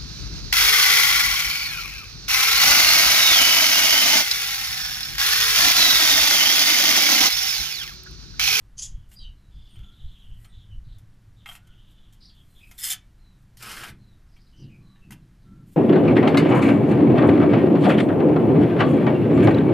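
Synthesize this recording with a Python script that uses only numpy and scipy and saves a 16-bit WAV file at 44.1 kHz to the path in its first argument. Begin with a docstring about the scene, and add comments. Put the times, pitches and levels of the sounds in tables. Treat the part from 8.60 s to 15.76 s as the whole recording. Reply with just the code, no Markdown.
"""Bricklaying in a walled corner

A steel trowel smears and pats mortar on to brick, knocks, rasps along an edge, then digs a scoop
from a metal pan: sand cracks under the blade, the metal rings and the walls answer. Birds call
around it in hoarse, wavering tones, a breeze buffets the microphone and the town rumbles far off."""
import sys
import numpy as np
from scipy import signal
from scipy.fft import rfft, irfft
from scipy.io import wavfile

SR = 44100
rng = np.random.default_rng(int(sys.argv[2]) if len(sys.argv) > 2 else 0)


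def transcribe(u):
    """Save the signal u as a 16-bit wav file named by the first command-line argument.

    u: samples, shape (n,) or (channels, n), limited to [-1, 1]; the rate is SR.
    q: integer samples, one column per channel.
    """
    v = np.clip(np.atleast_2d(u).T, -1, 1)
    q = np.round(v * 32767).astype(np.int16)
    wavfile.write(sys.argv[1], SR, q)


N = 315756
TIME = np.arange(N) / SR


def from_db(db):
    """Decibels to gain."""
    return 10 ** (np.asarray(db) / 20)


def rms_one(x):
    """Scale to unit rms."""
    return x / np.sqrt(np.mean(np.abs(x) ** 2) + 1e-20)


def drift(rate_hz, size=N):
    """Smooth random modulator of unit rms."""
    pole = np.exp(-2 * np.pi * rate_hz / SR)
    wander = signal.lfilter([1], [1, -2 * pole, pole * pole], rng.standard_normal(size + 8000))
    return rms_one(wander[8000:])


def stroke(start, end, db, attack_s, release_s, swell_db=0):
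    """Envelope: a rounded attack up to start, a hold that swells to db at end, an exponential release."""
    early = np.maximum(start - TIME, 0) / attack_s
    late = np.maximum(TIME - end, 0) / release_s
    to_go = np.clip((end - TIME) / max(end - start, 1 / SR), 0, 1)
    return from_db(db - swell_db * to_go) * np.exp(-np.minimum(early ** 2 + late, 30))


def burst(s, db, attack_s, release_s):
    """A stroke with no hold, peaking at s."""
    return stroke(s, s, db, attack_s, release_s)


def colour(x, spectrum, modes=(), ring_db=0, loss_db=0):
    """Unit-power, minimum-phase EQ: a broad curve plus resonances that lose loss_db per octave."""
    hz = np.maximum(np.fft.rfftfreq(8192, 1 / SR), 1)
    curve_hz, curve_db = np.array(spectrum).T
    peaks = sum(from_db(db + ring_db - loss_db * np.log2(f / 2000)) ** 2
                / (1 + (2 * (hz - f) / width) ** 2) for f, width, db in modes)
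    gain = from_db(np.interp(np.log(hz), np.log(curve_hz), curve_db)) * np.sqrt(1 + peaks)
    cepstrum = irfft(np.log(gain))
    half = len(cepstrum) // 2
    response = irfft(np.exp(rfft(2 * cepstrum[:half], 2 * half)))[:half]
    return signal.oaconvolve(x, response / np.linalg.norm(response))[:N]


def grains(per_s, spread_db, friction):
    """Sand grains crack under steel, over smooth friction noise."""
    clicks = (rng.random(N) < per_s / SR) * rng.choice([-1, 1], N)
    sizes = from_db(spread_db * np.clip(rng.standard_normal(N), -2, 2))
    return rms_one(rms_one(clicks * sizes) + friction * rng.standard_normal(N))


def moving_echo(x, lag_s, wander, share):
    """The surface under the blade returns a close echo; its changing lag flanges the sound."""
    late = np.interp(TIME - lag_s * (1 + wander * drift(15.6)), TIME, x)
    return (x + share * late) / np.sqrt(1 + share ** 2)


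# sub-heavy wind EQ: f/Hz, level/dB
BREEZE_EQ = [(15, 0), (34, 0), (55, -4.5), (82, -11), (110, -8.5), (170, -25), (400, -62.5), (2000, -100)]
# gust peaks: t/s, level/dB
GUSTS = [(0.252, -49), (0.348, -37), (0.665, -43.5), (.97, -48), (1.204, -42), (1.47, -39.5), (1.726, -43),
         (1.985, -50), (2.177, -35.5), (2.3, -45)]

def breeze():
    """Wind buffets the microphone: short gusts over a slowly easing bed."""
    bed = from_db(-52 - .5 * TIME)
    gusts = sum(from_db(db) * np.exp(-((TIME - s) / .05) ** 2) for s, db in GUSTS)
    return (bed + gusts) * colour(rng.standard_normal(N), BREEZE_EQ)


# low-end EQ of the town: f/Hz, level/dB
RUMBLE_EQ = [(50, -10.5), (115, 5.5), (190, 0), (260, -5), (340, -8.5), (450, -22), (800, -36),
             (3000, -73.5)]
# its booming resonances: f/Hz, width/Hz, level/dB
RUMBLE_MODES = [(137, 19, -1), (195, 14, 4), (328, 7, -3)]
# soft thuds: t/s, level/dB, decay/s
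THUDS = [(1.2, -63.5, 0.1), (5.33, -49.5, 0.063), (6.04, -45, 0.12), (6.52, -49, 0.1), (6.91, -51, 0.41)]

def town_rumble():
    """The far town is a bed of low noise with dull thuds swelling out of it."""
    thuds = sum(burst(s, db, attack_s=.05, release_s=decay) for s, db, decay in THUDS)
    return (from_db(-63.5) + thuds) * colour(rng.standard_normal(N), RUMBLE_EQ, RUMBLE_MODES, ring_db=1)


# open-air EQ: f/Hz, level/dB
AIR_EQ = [(240, -24.5), (400, -4), (962, -6), (1670, -5.5), (2530, -11), (3780, -12.5), (14000, -22)]

def air():
    """A faint, steady outdoor hiss."""
    return from_db(-70) * colour(rng.standard_normal(N), AIR_EQ)


# syllables of a sharp chip: t/s, f/Hz, level/dB
CHIP_SYLLABLES = [(0.194, 3177, -37), (0.232, 3387, -33)]
# its partials: multiple of the pitch, level/dB
CHIP_PARTIALS = [(1, -11), (1.5, -9), (2, 5), (3, -9), (3.5, -33)]

def near_bird(trill_hz=61.93, rise_hz_per_s=2700, attack_s=.014):
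    """A harsh chip: the pitch rises and shakes, the octave leads and half-harmonics add rasp."""
    shake = .045 * np.sin(2 * np.pi * trill_hz * TIME) + .0642 * drift(970)
    flutter = from_db(4.5 * drift(720))
    out = np.zeros(N)
    for s, hz, db in CHIP_SYLLABLES:
        pitch = hz + rise_hz_per_s * np.clip(TIME - s, -2 * attack_s, 0)
        phase = 2 * np.pi * np.cumsum(pitch * (1 + shake)) / SR
        tone = sum(from_db(part_db) * np.sin(multiple * phase) for multiple, part_db in CHIP_PARTIALS)
        out += burst(s, db, attack_s, release_s=.02) * rms_one(tone * flutter)
    return out


def call(s, length_s, pitch_hz, db, fall, hoarse_hz):
    """An arched whistle with a faint octave, roughened by fast random shaking of its pitch."""
    progress = np.linspace(0, 1, int(length_s * SR))
    size, at = len(progress), round(s * SR)
    arch = 4 * progress * (1 - progress)
    hz = pitch_hz * (1 + fall * (.5 - progress) + .025 * arch) + hoarse_hz * drift(330, SR)[:size]
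    swell = np.sqrt(arch) * from_db(db + 3.5 * drift(110, SR)[:size])
    phase = 2 * np.pi * np.cumsum(hz) / SR
    tone = np.sin(phase) + from_db(-22) * np.sin(2 * phase)
    out = np.zeros(N)
    out[at:at + size] = (swell * tone)[:N - at]
    return out


# hoarse chatter: t/s, length/s, f/Hz, level/dB
CHATTER = [(.27, 0.19, 3120, -73.5), (.9, 0.34, 4390, -73.5), (.9, 0.37, 3263, -61.5),
           (1.31, 0.32, 3430, -59), (1.53, 0.26, 3100, -65), (1.89, 0.17, 3480, -62.5),
           (2.24, 0.14, 3725, -65.5), (2.76, 0.1, 3415, -65), (3.04, 0.28, 3120, -67),
           (3.177, 0.41, 3420, -67.5), (3.598, .11, 4514, -54.5), (3.73, 0.083, 3340, -61.5),
           (3.95, 0.057, 3357, -58.5), (5.68, 0.27, 4650, -71), (5.91, .2, 2950, -68),
           (5.96, 0.095, 4840, -64.5), (6.09, 0.079, 2430, -60), (6.803, 0.084, 3950, -76)]
# short falling peeps: t/s, f/Hz, level/dB
PEEPS = [(.553, 4640, -51), (.582, 3810, -53), (0.597, 3035, -53.5), (.636, 2830, -65), (1.089, 8600, -66),
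         (1.23, 3350, -56.5), (1.84, 8500, -72), (2.08, 2920, -64), (4.0, 2470, -59), (6.41, 2570, -66)]
# one bird's thin, repeated whistle: t/s, level/dB
WHISTLES = [(.73, -76), (3.87, -74.5), (4.58, -69.5), (5.369, -71.5), (6.21, -69.5), (6.55, -85)]
# faint, distant toots: t/s, f/Hz, level/dB
TOOTS = [(1.2, 1376, -74), (1.751, 1900, -75.5), (2.959, 1418, -69), (6.2, 1123, -72.5), (6.84, 1334, -74)]

def far_birds():
    """Four kinds of whistled call; the higher the chatter, the hoarser it gets."""
    chatter = sum(call(s, length, hz, db, fall=.078, hoarse_hz=231 * (hz / 3363) ** 2.6)
                  for s, length, hz, db in CHATTER)
    peeps = sum(call(s, .0744, hz, db, fall=.0604, hoarse_hz=96) for s, hz, db in PEEPS)
    whistles = sum(call(s, .19, 3920, db, fall=.097, hoarse_hz=82.7) for s, db in WHISTLES)
    toots = sum(call(s, .203, hz, db, fall=0, hoarse_hz=48) for s, hz, db in TOOTS)
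    return chatter + peeps + whistles + toots


# smearing strokes: start t/s, end t/s, final level/dB, swell/dB
SMEARS = [(.495, 0.546, -53.5, 12), (1.046, 1.703, -73.5, 5), (1.743, 1.845, -63.5, 9),
          (2.876, 2.964, -51, -0.5), (3.284, 3.324, -66, 11), (3.747, 4.183, -58.5, 17.5),
          (4.788, 4.83, -77, 0), (7.075, 7.148, -59.5, 5.5)]
# bright EQ of wet mortar: f/Hz, level/dB
MORTAR_EQ = [(1500, -14), (3000, -3), (6200, -8), (7300, -0.5), (8500, 0), (10500, -2.5), (12500, 1),
             (14500, -3)]

def mortar_smears():
    """Light strokes over wet mortar give a fine, uneven hiss, most growing until the blade lifts."""
    strokes = sum(stroke(start, end, db, attack_s=.01, release_s=.009, swell_db=swell)
                  for start, end, db, swell in SMEARS)
    pressure = strokes * from_db(1.8 * drift(28))
    return colour(pressure * grains(per_s=1900, spread_db=3.5, friction=.77), MORTAR_EQ)


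# hits on brick and pan: t/s, knock level/dB, grit level/dB, clink f/Hz
BLOWS = [(0.516, -52.5, -49.5, 2800), (1.157, -50, -63, 3120), (1.191, -52, -63, 3270),
         (1.233, -53, -69, 3380), (1.846, -49.5, -53.5, 4254), (1.848, -56, -76, 1320),
         (2.383, -64, -58, 3480), (2.859, -31, -52, 2150), (2.889, -31.5, -46.5, 3230),
         (2.915, -40, -57, 1430), (2.952, -40, -46.5, 2657), (3.071, -55.5, -59.5, 2990),
         (3.526, -63, -50.5, 3190), (4.112, -45, -47, 2130), (4.971, -51.5, -49, 1930),
         (5.025, -38, -38, 1255), (5.234, -31, -37, 1620), (5.764, -52, -68, 2280),
         (6.358, -52.5, -81, 1780), (6.507, -41, -43.5, 1950), (6.522, -40, -49.5, 2730)]
# EQs of the midrange knock and the crisp grit: f/Hz, level/dB
KNOCK_EQ = [(300, -30), (550, -16), (750, -2), (1400, -1.5), (2200, -3.5), (3200, -1), (4000, -15),
            (8000, -30), (15000, -38.5)]
GRIT_EQ = [(800, -21.5), (2000, -5.5), (4000, -3.5), (6500, -0.5), (9500, -1.5), (12500, -0.5),
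           (14500, -2.5)]
# blade resonances, when knocked and when on its edge: f/Hz, width/Hz, level/dB
KNOCK_MODES = [(724, 42, -4.5), (1450, 31, -2), (2120, 42, -2), (2610, 260, -7.5), (3198, 35, -1.5),
               (4320, 53, -14), (5370, 90, -18), (7030, 55, -12), (7660, 52, -19)]
BLADE_EDGE_MODES = [(2266, 28, -1), (2906, 65, -4.5), (3510, 88, 0.5), (4340, 87, -8), (5360, 110, -7.5),
                    (6540, 99, -4), (7280, 110, -2), (8740, 100, -6), (9600, 49, -0.5), (9810, 73, -3),
                    (10500, 53, -3), (11000, 84, -1.5), (12180, 24, -4), (12600, 29, -1.5)]

def trowel_blows(knock_db, grit_db, clink_db):
    """Each blow is a short crush of sand that knocks the blade and sets one of its modes clinking."""
    knock_decay_s, grit_decay_s, clink_t60_s = .0073, .011, .045
    knock, grit, clink = np.zeros((3, N))
    for s, body_db, sand_db, hz in BLOWS:
        at = round(s * SR)
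        t = np.minimum(TIME[:N - at], .5)
        knock[at:] += from_db(body_db + knock_db) * np.exp(-t / knock_decay_s)
        grit[at:] += from_db(sand_db + grit_db) * np.exp(-t / grit_decay_s)
        clink[at:] += from_db(body_db + clink_db - 60 * t / clink_t60_s) * np.sin(2 * np.pi * hz * t)
    knock *= grains(per_s=5500, spread_db=6.5, friction=.485)
    grit *= grains(per_s=2700, spread_db=8.5, friction=.4)
    body = colour(knock, KNOCK_EQ, KNOCK_MODES, ring_db=6.5)
    crunch = colour(grit, GRIT_EQ, BLADE_EDGE_MODES, ring_db=6)
    return body + clink + crunch


# swells of engine hum: start t/s, end t/s, level/dB, f/Hz
DRONES = [(1.753, 2.51, -50.5, 106.2), (4.929, 5.02, -53.5, 114)]

def far_motor(waver=.02464, throb_db=6):
    """A far motor's low drone swells, wavers and fades."""
    wavering_time = np.cumsum(1 + waver * drift(8.4)) / SR
    hum = np.zeros(N)
    for start, end, db, hz in DRONES:
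        envelope = stroke(start, end, db, attack_s=.1, release_s=.41, swell_db=1)
        hum += envelope * np.sin(2 * np.pi * hz * wavering_time)
    return hum * from_db(throb_db * drift(15))


# EQ of steel on brick: f/Hz, level/dB
RASP_EQ = [(450, -47), (580, -38), (730, -5), (950, -16), (1300, -12.5), (2200, -3.5), (4600, -5),
           (7000, -0.5), (11000, -2.5), (12800, -1), (14300, 0.5)]
# resonances of the blade lying flat: f/Hz, width/Hz, level/dB
BLADE_FLAT_MODES = [(1944, 33, -4), (3527, 61, -1), (4294, 44, -2), (5120, 74, -1), (7700, 110, -1),
                    (9300, 87, -3), (9610, 82, 0), (10480, 99, -1.5), (12000, 42, -2), (12700, 170, -3),
                    (13500, 170, -7.5)]
# accents where the blade catches on brick: t/s, level/dB
RASP_CATCHES = [(4.243, -27), (4.309, -34), (4.329, -33.5)]
CATCH_ATTACK_S, CATCH_RELEASE_S = .01, .02

def brick_rasp(start_s=4.185, end_s=4.335, release_s=.0029, roll_at_s=4.296):
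    """Steel chatters along brick, pressed ever harder; its ring shifts as it rolls from flat to edge."""
    pressure = stroke(start_s, end_s, db=-29, attack_s=.005, release_s=release_s, swell_db=10)
    touching = np.exp(-np.clip(TIME - end_s, 0, .1) / release_s)
    catches = touching * sum(burst(s, db, CATCH_ATTACK_S, CATCH_RELEASE_S) for s, db in RASP_CATCHES)
    tilt = .5 + .5 * np.tanh((TIME - roll_at_s) / .0121)
    force = (pressure + catches) * grains(per_s=2200, spread_db=3, friction=.56) * from_db(.8 * drift(90))
    flat = colour(force * np.sqrt(1 - tilt), RASP_EQ, BLADE_FLAT_MODES, ring_db=15.5, loss_db=1.5)
    edge = colour(force * np.sqrt(tilt), RASP_EQ, BLADE_EDGE_MODES, ring_db=14, loss_db=2)
    return moving_echo(flat + from_db(-.5) * edge, lag_s=.000581, wander=.16, share=.54)


# EQs of the pan's body and the sand's hiss: f/Hz, level/dB
PAN_EQ = [(200, -8), (420, -6.5), (600, -9), (900, -8.5), (1500, -0.5), (2200, -5.5), (3000, -6),
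          (4000, -16), (8000, -37)]
SAND_EQ = [(1500, -19), (3300, -6), (4400, 1), (5400, -1.5), (6200, -3.5), (8500, -3), (10500, -2),
           (14200, -6)]
# resonances of the loaded pan: f/Hz, width/Hz, level/dB
PAN_MODES = [(1410, 35, -2), (1620, 44, -2), (2514, 34, 1), (2940, 86, -1), (4400, 110, -5),
             (5260, 200, -2), (5580, 37, -12), (6240, 130, -17), (7920, 140, -15), (9630, 110, -14),
             (10400, 52, -11), (11100, 68, -15)]
# accents where the blade catches on lumps: t/s, pan level/dB, hiss level/dB
LUMPS = [(5.10, -54, -47), (5.122, -48, -44), (5.172, -53, -49)]

def pan_scoop(touch_s=4.975, bite_s=5.035, leave_s=5.3, attack_s=.026, release_s=.0057):
    """The blade touches the sand, bites down and ploughs on; the pan rings briefly under each grain."""
    on_pan = stroke(bite_s, leave_s, -45, attack_s, release_s)
    in_sand = stroke(touch_s, leave_s, -53.5, attack_s=.0046, release_s=.01)
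    in_sand += stroke(bite_s, leave_s, -55, attack_s, release_s, swell_db=-8)  # the ploughing eases
    for s, pan_db, hiss_db in LUMPS:
        on_pan += burst(s, pan_db, CATCH_ATTACK_S, CATCH_RELEASE_S)
        in_sand += burst(s, hiss_db, CATCH_ATTACK_S, CATCH_RELEASE_S)
    uneven = from_db(.95 * drift(45))
    on_pan *= uneven * grains(per_s=1100, spread_db=3, friction=.35)
    in_sand *= uneven * grains(per_s=1500, spread_db=2, friction=.9)
    body = colour(on_pan, PAN_EQ, PAN_MODES, ring_db=2.5)
    hiss = from_db(-1.5) * colour(in_sand, SAND_EQ, PAN_MODES, ring_db=4.5)
    # the blade moves away from the pan's wall, then back up it
    lag_s = np.interp(TIME, [5.0, 5.13, 5.22], [.00066, .00098, .00058])
    return moving_echo(body + hiss, lag_s, wander=.11, share=.27)


def walls(x, t60_s, wet_db, predelay_s, crossover_hz=3000):
    """Scattered reflections from the brickwork arrive after a gap and die away, the treble first."""
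    t, noise = TIME[:SR], rng.standard_normal(SR)
    low = signal.sosfilt(signal.butter(2, crossover_hz, fs=SR, output="sos"), noise)
    high = signal.sosfilt(signal.butter(2, crossover_hz, "high", fs=SR, output="sos"), noise)
    decay_db = -60 * t / t60_s
    tail = (low * from_db(decay_db) - high * from_db(decay_db / .39)) * (t > predelay_s)
    return x + from_db(wet_db) * signal.oaconvolve(x, tail / np.linalg.norm(tail))[:N]


def treble_flicker(x, split_hz, top_hz, side_db):
    """The mix sits in the centre; only the high treble flickers between left and right."""
    treble = signal.sosfilt(signal.butter(10, split_hz, "high", fs=SR, output="sos"), x)
    treble = signal.sosfilt(signal.butter(2, top_hz, fs=SR, output="sos"), treble)
    side = from_db(side_db) * treble * drift(150)
    return np.array([x + side, x - side])


def scene():
    """The trowel up front, the birds wetter and farther off, over a bed of wind and town."""
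    blows = trowel_blows(knock_db=-7, grit_db=-1.5, clink_db=-5)
    trowel = blows + brick_rasp() + pan_scoop() + from_db(-2.5) * mortar_smears()
    work = walls(trowel, t60_s=.18, wet_db=-6.5, predelay_s=.004)
    chip = walls(near_bird(), t60_s=.25, wet_db=-1, predelay_s=.0037)
    calls = walls(from_db(-3) * far_birds(), t60_s=.27, wet_db=1.5, predelay_s=.0024)
    bed = from_db(2.5) * (breeze() + town_rumble()) + air() + far_motor()
    return treble_flicker(work + chip + calls + bed, split_hz=7870, top_hz=10000, side_db=-3)


def record(dry):
    """A steep high cut at 14250 Hz."""
    return signal.sosfilt(signal.ellip(12, .1, 80, 14250, fs=SR, output="sos"), dry)


dry = scene()
out = record(dry)
transcribe(out)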